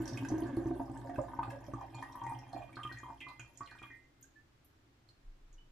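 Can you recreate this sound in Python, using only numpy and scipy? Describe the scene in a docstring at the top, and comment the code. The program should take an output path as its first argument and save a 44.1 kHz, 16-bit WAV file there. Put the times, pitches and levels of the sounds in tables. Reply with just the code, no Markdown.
"""Liquid pours from a jar's slotted lid into a plastic funnel on a glass bottle, close by in a window recess.
At first the full jet drums on the funnel; deep gulps ring as air bubbles and thump the hollow vessels.
As the stream thins the gulps rise in pitch, spray ticks, bubbles run in chains and the glass rings along.
Then lone bubbles sing, the last drips ping and a hand makes the microphone rumble, over faint room noise."""
import sys
import numpy as np
from scipy import signal
from scipy.fft import rfft, irfft
from scipy.io import wavfile

SR = 44100
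rng = np.random.default_rng(int(sys.argv[2]) if len(sys.argv) > 2 else 0)


def generate_wav(signal):
    """Clip the signal to [-1, 1] and save it as 16-bit WAV at the path in sys.argv[1]."""
    frames = np.transpose(np.atleast_2d(signal))
    scaled = np.clip(frames, -1, 1) * 32767
    pcm = np.round(scaled).astype(np.int16)
    wavfile.write(sys.argv[1], SR, pcm)


N = 251811
TIME = np.arange(N) / SR

# the loud gulps: (time [s], strength [dB], bubble pitch [Hz], thump [dB])
GULPS = [(0.002, -26.5, 317.7, -37.5), (0.124, -51, 554, -56), (0.225, -34, 277, -40.5),
         (0.529, -41, 284, -43), (0.301, -39.5, 728, -39.5), (0.317, -23.5, 306, -34),
         (0.337, -25, 320, -39.5), (0.381, -41, 726, -37), (0.421, -25, 323, -51), (0.423, -41.5, 950, -62),
         (0.427, -43, 690, -61), (0.494, -48, 550, -40), (0.571, -23.5, 327.6, -32), (0.619, -45, 678, -40),
         (0.658, -27, 325, -33), (0.706, -25, 323, -41), (0.711, -37.5, 697, -78), (0.797, -35.5, 900, -37),
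         (0.801, -39, 688, -42), (0.898, -43, 753, -41), (1.049, -46, 555, -65), (1.093, -35.5, 700, -43),
         (1.183, -35, 983, -32.5), (1.186, -27.5, 595, -61), (1.283, -40, 1014, -74),
         (1.303, -45.5, 940, -65), (1.334, -35.5, 950, -75), (1.389, -24.5, 924, -39.5),
         (1.429, -32, 1220, -69), (1.48, -38.5, 804, -43), (1.683, -42, 580, -45),
         (1.736, -35.5, 1134, -36.5), (1.81, -38.5, 1005, -73), (1.945, -43.5, 908, -67),
         (1.983, -42.5, 830, -75), (2.025, -35, 997, -51.5), (2.098, -43, 1000, -60),
         (2.153, -37.5, 980, -60), (2.172, -43, 960, -59), (2.216, -35, 956, -53), (2.245, -41.5, 957, -56),
         (2.265, -35, 870, -48.5), (2.297, -39, 950, -66), (2.318, -32.5, 840, -46), (2.422, -48, 817, -77),
         (2.532, -36.5, 750, -72), (2.547, -37, 290, -53), (2.563, -32.5, 718, -74),
         (2.769, -33.5, 1340, -48.5), (2.789, -37, 1170, -78), (2.85, -34.5, 1196, -46),
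         (2.914, -38, 1520, -50.5), (3.032, -40.5, 1099, -49), (3.1, -37.5, 907, -51),
         (3.211, -53, 1740, -58), (3.266, -43.5, 1115, -56.5), (3.395, -42.5, 1436, -53.5),
         (3.607, -35.5, 1105, -48), (3.615, -39.5, 1230, -90), (3.714, -41.5, 1624, -61.5),
         (3.752, -45, 1440, -62), (3.818, -41, 1330, -52.5), (3.835, -42.5, 1236, -70),
         (3.902, -47, 1923, -63)]
# lone bubbles that sing on as the stream turns to drips, and long rings of the glass near 2050 Hz: (time [s],
# pitch [Hz], level [dB], ringing [cycles])
SINGERS = [(2.892, 1890, -45, 510), (3.212, 2047, -49, 1200), (3.905, 1853, -51, 580),
           (3.904, 2045, -55, 950), (4.239, 1560, -60.5, 107), (4.356, 1732, -58.5, 290),
           (5.581, 2965, -59.5, 420)]
# chains of bubbles dragged down by the thread of liquid:
# (time [s], length [s], first pitch [Hz], last pitch [Hz], level [dB])
CHAINS = [(0.94, 0.14, 875, 907, -47.5), (1.393, 0.11, 926, 763, -44.5), (1.507, 0.077, 576, 563, -47.5),
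          (1.77, 0.081, 870, 706, -44.5), (1.984, 0.074, 816, 1110, -46.5), (2.1, 0.098, 974, 980, -47.5),
          (2.225, 0.096, 946, 950, -41), (2.335, 0.19, 850, 815, -52.5), (2.513, .14, 822, 650, -47.5),
          (2.779, 0.084, 1350, 1190, -45), (2.96, 0.044, 1820, 1680, -47.5),
          (3.039, 0.085, 1020, 947, -42.5), (3.269, 0.055, 1060, 1030, -46.5),
          (3.673, 0.068, 2160, 1600, -53.5)]
# the clearest droplets and tiny bursting bubbles: (time [s], strength [dB], pitch [Hz])
DROPS = [(0.056, -40, 5750), (0.0775, -33.5, 5720), (0.1324, -42.5, 5560), (0.1733, -32.5, 2505),
         (0.249, -38, 1577), (0.248, -44.5, 2580), (0.2858, -39.5, 6030), (0.381, -50, 6000),
         (0.47, -44, 1670), (0.5666, -52.5, 4370), (0.974, -51.5, 7760), (1.095, -47.5, 1890),
         (1.1574, -49, 2600), (1.159, -44, 1587), (1.215, -52.5, 7160), (1.4303, -44.5, 2565),
         (1.502, -47.5, 2620), (1.505, -40, 1653), (1.736, -56.5, 6040), (1.945, -51, 4300),
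         (1.95, -50, 6970), (2.025, -40, 1790), (2.123, -53, 5730), (2.2648, -43.5, 1976),
         (2.295, -47.5, 9350), (2.389, -52.5, 5560), (2.529, -47, 4200), (2.56, -57, 2480),
         (2.62, -53, 2450), (2.729, -48.5, 2280), (2.756, -47, 4270), (2.832, -41.5, 3040),
         (2.873, -48, 3040), (2.924, -44.5, 4190), (2.973, -48.5, 1845), (2.986, -50, 6680),
         (3.204, -47, 2800), (3.211, -47, 2970), (3.2854, -46.5, 4080), (3.3953, -46.5, 6700),
         (3.3967, -44.5, 2464), (3.574, -43.5, 6800), (3.66, -50, 4110), (3.6742, -52.5, 2860),
         (3.7115, -52.5, 4240), (3.788, -51.5, 2434), (3.8265, -48, 2442), (3.83, -53, 3280)]
# fat drips that burst into a broad splash: (time [s], strength [dB], centre [Hz])
SPLASHES = [(0.076, -44, 5030), (0.286, -53, 4860), (1.432, -51.5, 3840), (2.832, -46, 2680),
            (2.924, -63, 3970), (3.205, -42, 2680), (3.394, -46, 2530), (3.83, -55.5, 2900)]
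# last drips into calm liquid: (time [s], strength [dB], pitch [Hz], splash against the ping [dB])
DRIPS = [(4.2113, -53.5, 12800, -9), (4.227, -47.5, 6620, -3.5), (4.6473, -55, 11700, -5.5),
         (5.088, -53.5, 4210, -6), (5.5278, -60.5, 6650, -7), (5.539, -63, 5970, -14)]
# surges down the spout that make the hollow below boom: (time [s], level [dB])
SURGES = [(0.124, -37.5), (0.189, -39.5), (0.311, -39), (0.438, -39.5), (1.391, -54), (1.47, -45),
          (1.571, -49.5), (1.945, -45), (2.232, -47), (2.279, -47), (2.344, -46.5), (2.864, -50),
          (2.939, -49.5), (3.394, -54.5)]

# strength of the stream, which drives churning, burbling and spray: (time [s], level [dB])
FLOW = [(0.0, -34.5), (0.53, -34), (0.92, -36), (1.5, -37.5), (2.27, -55), (2.62, -44), (2.9, -61),
        (4.2, -79)]
# patter of the thinning stream on the shallow pool: (time [s], level [dB])
PATTER = [(1.0, -87), (2.0, -69), (2.6, -71), (3.1, -82.5)]
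# the glass rings more freely as the jar empties: (time [s], level [dB])
GLASS_FREE = [(0, -25), (1.8, 16), (2.8, 18.5), (4, 19.5)]
# handling of the microphone: (time [s], level [dB])
HANDLING = [(5.044, -100), (5.288, -44), (5.386, -72), (5.442, -50.5), (5.7, -55.5)]

# bubble sizes in the deep gurgle under the full stream: (pitch [Hz], level [dB])
GURGLE = [(235, 0.5), (275, 6.5), (370, -3.5)]
# bubble sizes in the burble: (pitch [Hz], level [dB])
BURBLE = [(500, -3.5), (700, -1), (950, 8.5), (1300, -10.5), (1650, 7.5), (2200, -18.5)]
# bubble sizes where the full jet hits the funnel wall: (pitch [Hz], level [dB])
JET_SIZES = [(1350, -2), (1630, 22), (2100, -30)]
# bubble sizes in the spray: (pitch [Hz], level [dB])
SPRAY = [(2200, -4.5), (3200, 4.5), (4500, 2.5), (6000, 6), (8500, 3.5), (12000, 10), (15000, -7)]

# air resonances of funnel and bottle: (frequency [Hz], t60 [s], level [dB])
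FUNNEL = [(543, 0.055, 9.5), (697, 0.16, 4), (825, 0.27, 0), (908, 0.1, 2), (1033, 0.17, -5),
          (1179.4, 0.08, 0.5), (1546, 0.11, -4), (1617, 0.16, -1)]
# ring of the glass: (frequency [Hz], t60 [s], level [dB])
GLASS = [(1901, 0.22, -4), (2086, 1, -4), (2417, 0.27, -1.5), (2670, 0.37, -9.5), (3196, 0.062, -12),
         (5000, 0.35, -11)]
# hollow resonances of the vessels and the recess: (frequency [Hz], t60 [s], level [dB])
HOLLOW = [(59.1, 0.92, 2), (122.2, 0.22, 8), (206.6, 0.058, -7.5), (273.2, 0.23, 10), (324.4, 0.19, 7)]
# valleys between the resonances of the vessels: (frequency [Hz], width [Hz], depth [dB])
VALLEYS = [(504, 110, -25), (1394, 380, -3.5)]
# how the two microphones hear the funnel: (frequency [Hz], left minus right [dB])
BALANCE = [(300, 0), (690, -8.5), (950, 0), (1300, -2), (2400, -2.5), (5000, -2), (8000, -6), (12000, 3.5)]
# colour of the quiet room: (frequency [Hz], density [dB per Hz])
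AMBIENCE = [(20, -6), (90, -1), (128, -1.5), (200, -13.5), (300, -6.5), (480, -17.5), (1500, -21),
            (4000, -28), (7500, -34.5), (9000, -40.5), (15000, -43)]

# weak gulps come at random and shrink, so rise in pitch, as the jar empties
SMALL_GULP_HZ, SMALL_GULP_RISE_OCT_PER_S, SMALL_GULP_SPREAD_OCT = 568, 0.314, 0.3
# at first the full jet drums on the funnel wall; later the stream runs dry
JET_ENDS_S, JET_FADE_T60_S = 0.55, 0.59
DRY_S, DRY_FADE_T60_S, DRAIN_T60_S = 3.88, 0.63, 9
# the thinning stream spurts after each gulp; a full lull ends up this far below a fresh spurt
SPURT_T60_S, LULL_DB = 0.23, -5.5
AMBIENCE_DB, TOP_HZ = -69, 15200


def undb(db):
    """Decibels to gain."""
    return 10 ** (np.asarray(db) / 20)


def unit(x):
    """Scale to rms 1."""
    return x / np.sqrt(np.mean(x ** 2))


def curve(table):
    """Gain over time from a (time [s], level [dB]) table."""
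    times, levels = np.array(table).T
    return undb(np.interp(TIME, times, levels))


def shape(points, hz):
    """Gain of a (frequency [Hz], level [dB]) spectrum at the given frequencies."""
    corners, levels = np.array(points).T
    return undb(np.interp(np.log(hz + 1), np.log(corners), levels))


def band(x, lo_hz, hi_hz, order=2):
    """Causal band-pass."""
    edges = [lo_hz, min(hi_hz, SR / 2 - 1)]
    return signal.sosfilt(signal.butter(order, edges, "band", fs=SR, output="sos"), x)


def fade(t, t60):
    """Exponential decay, 60 dB down after t60 seconds."""
    return np.exp(-np.log(1000) * t / t60)


def until(s, t60):
    """Gain that holds at 1 up to a time and then dies away."""
    return fade(np.maximum(TIME - s, 0), t60)


def add(track, s, sound):
    """Mix a sound in at a time."""
    start = int(np.clip(s * SR, 0, N - 1))
    track[start:start + len(sound)] += sound[:N - start]


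def convolve(x, response):
    """Pass a sound through an impulse response."""
    return signal.fftconvolve(x, response)[:N]


def bubble(hz, cycles, glide, rise):
    """An air pocket swells over `rise` cycles and rings on; its pitch climbs by the share `glide` as it surfaces."""
    life = cycles / hz
    t = TIME[:int(life * SR) + 2]
    swell = (1 - np.exp(-hz * t / rise)) * fade(t, life)
    tone = np.sin(2 * np.pi * hz * t * (1 + glide * t / life / 2))
    return swell / swell.max() * tone


def burst(lo_hz, hi_hz, t60, attack_s):
    """A short wet crack of band-passed noise, its envelope peaking at 1."""
    t = TIME[:SR // 10]
    noise = rng.standard_normal(len(t)) * (1 - np.exp(-t / attack_s)) * fade(t, t60)
    crack = band(noise, lo_hz, hi_hz, order=3)
    return crack / np.abs(signal.hilbert(crack)).max()


def swarm(sizes, cycles, glide, rise, scatter_db, count):
    """Many bubbles at random times, rms 1; positive scatter makes a few much louder than the rest."""
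    out = np.zeros(N)
    when, size, loud, life = rng.random((count, 4)).T
    lo, hi = sizes[0][0], sizes[-1][0]
    pitches = lo * (hi / lo) ** size
    gains = shape(sizes, pitches) * undb(-scatter_db * np.log(np.maximum(loud, 1 / 20)))
    lengths = cycles * (.5 + life)
    for s, hz, gain, length in zip(when * TIME[-1], pitches, gains, lengths):
        add(out, s, gain * bubble(hz, length, glide, rise))
    return unit(out)


def flow():
    """Strength of the stream over time, 1 at its fullest."""
    strength = curve(FLOW)
    return strength / strength.max()


def spurts():
    """Gain of the stream: strongest just after a gulp, sinking into lulls that deepen as it thins."""
    surge = np.minimum(sum((TIME >= row[0]) * until(row[0], SPURT_T60_S) for row in GULPS), 1)
    thinness = np.minimum(TIME / DRY_S, 1)
    return undb(LULL_DB * thinness * (1.5 - surge))


def gulps(rows, cycles=31, glide=0.074, rise=1.76, bubble_db=-3,
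          splash_db=-20, splash_db_per_oct=5.0, splash_t60=0.029, splash_hz=880, slap_db=-7,
          trail_db=-11, trail_s=0.054, trail_t60=0.8, trail_spread=0.19):
    """Each gulp traps one large bubble and throws up a splash; a string of like-sized bubbles breaks off after it."""
    out = np.zeros(N)
    deepest_hz = min(row[2] for row in rows)
    for s, db, hz, *_ in rows:
        add(out, s, undb(db + bubble_db) * bubble(hz, cycles, glide, rise))
        # smaller gulps splash brighter, and more for their size
        wet_hz = splash_hz * (hz / deepest_hz) ** 0.29
        wet_db = db + splash_db + splash_db_per_oct * np.log2(hz / deepest_hz)
        add(out, s, undb(wet_db) * burst(wet_hz / 1.79, wet_hz * 1.217, splash_t60, attack_s=0.0064))
        add(out, s, undb(wet_db + slap_db) * burst(690, 1800, splash_t60, attack_s=0.00034))
        for late, size in rng.random(size=(4, 2)):
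            delay = trail_s * late
            trailing = bubble(hz * (1 + trail_spread * (2 * size - 1)), cycles, glide, rise)
            add(out, s + delay, undb(db + bubble_db + trail_db) * fade(delay, trail_t60) * trailing)
    return out


def small_gulps(small_db=-47, flow_power=0.22, scatter_db=3, count=32):
    """Rows of weak gulps, unevenly spaced through the pour; they weaken with the stream."""
    late, size, loud = rng.random((count, 3)).T
    times = (np.arange(count) + late) / count * DRY_S
    octaves = SMALL_GULP_RISE_OCT_PER_S * times + SMALL_GULP_SPREAD_OCT * (2 * size - 1)
    pitches = SMALL_GULP_HZ * 2 ** octaves
    stream_db = 20 * np.log10(np.interp(times, TIME, flow() * spurts()))
    levels = small_db + flow_power * stream_db + scatter_db * (2 * loud - 1)
    return list(zip(times, levels, pitches))


def trickle(gurgle_db=-43.0, gurgle_power=4.2, burble_db=-56.5, burble_power=0.36,
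            jet_db=-61, rush_db=-63, spray_db=-75, crackle_db=-76, spray_power=0.026,
            jet_spray_db=6, jet_spray_t60=1.2):
    """The stream gurgles deeply while full, burbles with mid-sized bubbles, fizzes and crackles with fine ones."""
    gurgle = swarm(GURGLE, cycles=37.0, glide=0.025, rise=0.46, scatter_db=-0.5, count=1400)
    burble = swarm(BURBLE, cycles=28.3, glide=0.12, rise=0.44, scatter_db=4.5, count=5500)
    bubbling = undb(gurgle_db) * gurgle * flow() ** gurgle_power
    bubbling += undb(burble_db) * burble * flow() ** burble_power
    # the full jet drums and rushes on the funnel wall
    drumming = swarm(JET_SIZES, cycles=35, glide=0.024, rise=1.0, scatter_db=0, count=4000)
    rush = unit(band(rng.standard_normal(N), 830, 2060))
    jet = (undb(jet_db) * drumming + undb(rush_db) * rush) * until(JET_ENDS_S, JET_FADE_T60_S)
    spray = swarm(SPRAY, cycles=47, glide=0.051, rise=2.2, scatter_db=6.0, count=4500)
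    crackle = swarm(SPRAY, cycles=18, glide=0, rise=.8, scatter_db=7, count=350)
    # the first gush throws extra spray
    gush = 1 + undb(jet_spray_db) * fade(TIME, jet_spray_t60)
    fine = (undb(spray_db) * spray + undb(crackle_db) * crackle) * flow() ** spray_power * gush
    return spurts() * until(DRY_S, DRY_FADE_T60_S) * (bubbling + jet + fine)


def chains(chain_db=-4, spread=0.04, cycles=26, glide=0.0097):
    """Bubbles follow each other closely and grow or shrink along a chain, so its pitch glides."""
    out = np.zeros(N)
    for start, length, first_hz, last_hz, db in CHAINS:
        chance = rng.random(size=(14, 3))
        for k, (late, size, loud) in enumerate(chance):
            along = (k + late) / len(chance)
            hz = (first_hz + (last_hz - first_hz) * along) * (1 + spread * (2 * size - 1))
            gain = undb(db + chain_db) * (.5 + loud)
            add(out, start + along * length, gain * bubble(hz, cycles, glide, rise=0.79))
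    return out


def drops(cycles=80, glide=.03, rise=2, ping_db=-3, click_db=-11, click_t60=0.027,
          fizz_db=-8, fizz_t60=0.0074,
          spatter_db=-14, spatter_s=0.039, spatter_oct=0.32, spatter_cycles=30):
    """Each droplet gives a click, a fizz, the high ping of a tiny bubble and a spatter of others near its size."""
    out = np.zeros(N)
    for s, db, hz in DROPS:
        add(out, s, undb(db + ping_db) * bubble(hz, cycles, glide, rise))
        add(out, s, undb(db + fizz_db) * burst(hz / 1.22, hz * 1.194, fizz_t60, attack_s=0.0016))
        add(out, s, undb(db + click_db) * burst(2800, 10500, click_t60, attack_s=0.0002))
        for late, size in rng.random(size=(5, 2)):
            speck = bubble(hz * 2 ** (spatter_oct * (2 * size - 1)), spatter_cycles, glide, rise)
            add(out, s + spatter_s * late, undb(db + spatter_db) * (1 - late / 2) * speck)
    return out


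def splashes(width=1.18, splash_t60=0.081):
    """A fat drip cracks on the pool and scatters into a broad, quickly dying splash."""
    out = np.zeros(N)
    for s, db, hz in SPLASHES:
        add(out, s, undb(db) * burst(hz / width, hz * width, splash_t60, attack_s=0.00087))
    return out


def patter():
    """Small bubbles crowd between the gulps once the stream is thin, and keep nudging the glass."""
    crowd = swarm([(1700, 0), (3400, -2)], cycles=30, glide=0.027, rise=1, scatter_db=5, count=1300)
    return crowd * curve(PATTER) * spurts() * until(DRY_S, DRY_FADE_T60_S)


def singers(sing_db=-3, climb_cycles=18):
    """Lone bubbles in calm liquid, and the glass near 2050 Hz, ring long and clean; the fewer the cycles, the
    more the pitch climbs."""
    out = np.zeros(N)
    for s, hz, db, cycles in SINGERS:
        add(out, s, undb(db + sing_db) * bubble(hz, cycles, climb_cycles / cycles, rise=6.5))
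    return out


def drips(ping_db=-3, cycles=170, glide=0.059, splash_t60=0.024, splash_width=0.31, click_db=-17):
    """The last drips ping in calm liquid, each with a faint click and a narrow splash around its pitch."""
    out = np.zeros(N)
    edge = 1 + splash_width / 2
    for s, db, hz, splash_db in DRIPS:
        add(out, s, undb(db + ping_db) * bubble(hz, cycles, glide, rise=0.73))
        add(out, s, undb(db + splash_db) * burst(hz / edge, hz * edge, splash_t60, attack_s=0.0021))
        add(out, s, undb(db + click_db) * burst(2500, 11000, 0.11, attack_s=0.00076))
    return out


def valleys(x):
    """Between their resonances the vessels pass little sound."""
    for hz, width_hz, db in VALLEYS:
        x = x - (1 - undb(db)) * band(x, hz - width_hz / 2, hz + width_hz / 2, order=1)
    return x


def resonate(x, modes, wander, wander_hz=9):
    """Modes whose pitch wanders by a share as the liquid sloshes; each level is the gain at its resonance."""
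    out = np.zeros(N)
    for hz, t60, db in modes:
        slosh = np.interp(TIME * wander_hz, np.arange(300), rng.standard_normal(size=300))
        turn = np.exp(2j * np.pi * np.cumsum(hz * (1 + wander * slosh)) / SR)
        keep = fade(1 / SR, t60)
        # shift the mode down to 0 Hz, smooth it there, and shift it back up
        smoothed = signal.lfilter([1 - keep], [1, -keep], x * turn.conj())
        out += 2 * undb(db) * (turn * smoothed).real
    return out


def ring(modes):
    """Impulse response of a set of decaying modes; each level is the gain at its resonance."""
    t = TIME[:SR]
    response = np.zeros(len(t))
    for hz, t60, db in modes:
        decay = fade(t, t60)
        response += 2 * undb(db) * decay / decay.sum() * np.cos(2 * np.pi * hz * t)
    return response


def hollow(thump_db=5, churn_db=-49, churn_power=0.31, push_s=0.0014, side_db=-17, stray_db=-15):
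    """Gulps and the churning stream push on the air in the vessels, which booms at its low resonances."""
    pushes = np.zeros(N)
    response = convolve(np.exp(-TIME[:SR // 20] / push_s), ring(HOLLOW))
    for s, _, _, db in GULPS:
        add(pushes, s, [undb(db + thump_db) / np.abs(response).max()])
    churning = undb(churn_db) * flow() ** churn_power * spurts() * until(DRY_S, DRAIN_T60_S)
    churn, stray = rng.standard_normal((2, N)) * churning / np.linalg.norm(response)
    boom = convolve(pushes + churn, response)
    # the standing waves reach the two microphones slightly out of step
    side = undb(side_db) * signal.hilbert(boom).imag + undb(stray_db) * convolve(stray, response)
    return np.array([boom + side, boom - side])


def surges(boom_db=0, cycles=17, rise=8.7):
    """A slug of liquid pushes softly on the enclosed air, which swells at its second hollow resonance."""
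    out = np.zeros(N)
    for s, db in SURGES:
        add(out, s, undb(db + boom_db) * bubble(HOLLOW[1][0], cycles, 0, rise))
    return out


def recess(x, early_db=-4, early_t60=0.15, tail_db=-11, tail_t60=0.42, treble_db=7, build_s=0.00021):
    """Pane and walls answer within milliseconds, then the small room dies away; each ear gets its own echoes."""
    t = TIME[:SR // 2]
    arrived = 1 - np.exp(-t / build_s)
    ears = []
    for _ in range(2):
        early = rng.standard_normal(len(t)) * fade(t, early_t60) * arrived
        tail = rng.standard_normal(len(t)) * fade(t, tail_t60) * arrived
        echoes = undb(early_db) * early / np.linalg.norm(early) + undb(tail_db) * tail / np.linalg.norm(tail)
        # the treble bounces out of the funnel mouth and arrives mostly as echoes
        treble = band(echoes, 3370, 29000, order=1)
        echoes = band(echoes, 610, 28000, order=1) + (undb(treble_db) - 1) * treble
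        ears.append(x + convolve(x, echoes))
    return np.array(ears)


def place(ears):
    """Tilt the balance between the microphones band by band."""
    lean = np.sqrt(shape(BALANCE, np.arange(N // 2 + 1) * SR / N))
    return irfft(rfft(ears) * np.array([lean, 1 / lean]), N)


def handling(rumble_db=-1):
    """The hand shifts on the microphone after the pour: a very low rumble of band-passed noise."""
    rumble = band(rng.standard_normal(N), 19, 31, order=4)
    return undb(rumble_db) * curve(HANDLING) * unit(rumble)


def ambience(apart_hz=700):
    """Faint room noise, alike on both sides in the bass and unrelated in the treble."""
    hz = np.arange(N // 2 + 1) * SR / N
    mid, side = rfft(rng.standard_normal((2, N))) * shape(AMBIENCE, hz)
    mid = irfft(mid, N)
    side = irfft(side * np.minimum(hz / apart_hz, 1), N)
    return undb(AMBIENCE_DB) * np.array([mid + side, mid - side]) / mid.std()


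def scene(open_db=-3.0):
    """The stream sounds through the open funnel, its air and the glass; the last drips are too light to ring them."""
    liquid = gulps(GULPS + small_gulps()) + trickle() + chains() + drops() + splashes() + patter()
    liquid = valleys(liquid)
    funnel = resonate(liquid, FUNNEL, wander=0.019)
    glass = resonate(liquid * curve(GLASS_FREE), GLASS, wander=0.0042, wander_hz=24.98)
    pour = undb(open_db) * (liquid + drips()) + funnel + glass + singers()
    return place(recess(pour)) + hollow() + surges() + handling() + ambience()


def record(dry):
    """The recorder cuts the top with a steep low-pass."""
    return signal.sosfilt(signal.ellip(8, .2, 70, TOP_HZ, fs=SR, output="sos"), dry)


dry = scene()
out = record(dry)
generate_wav(out)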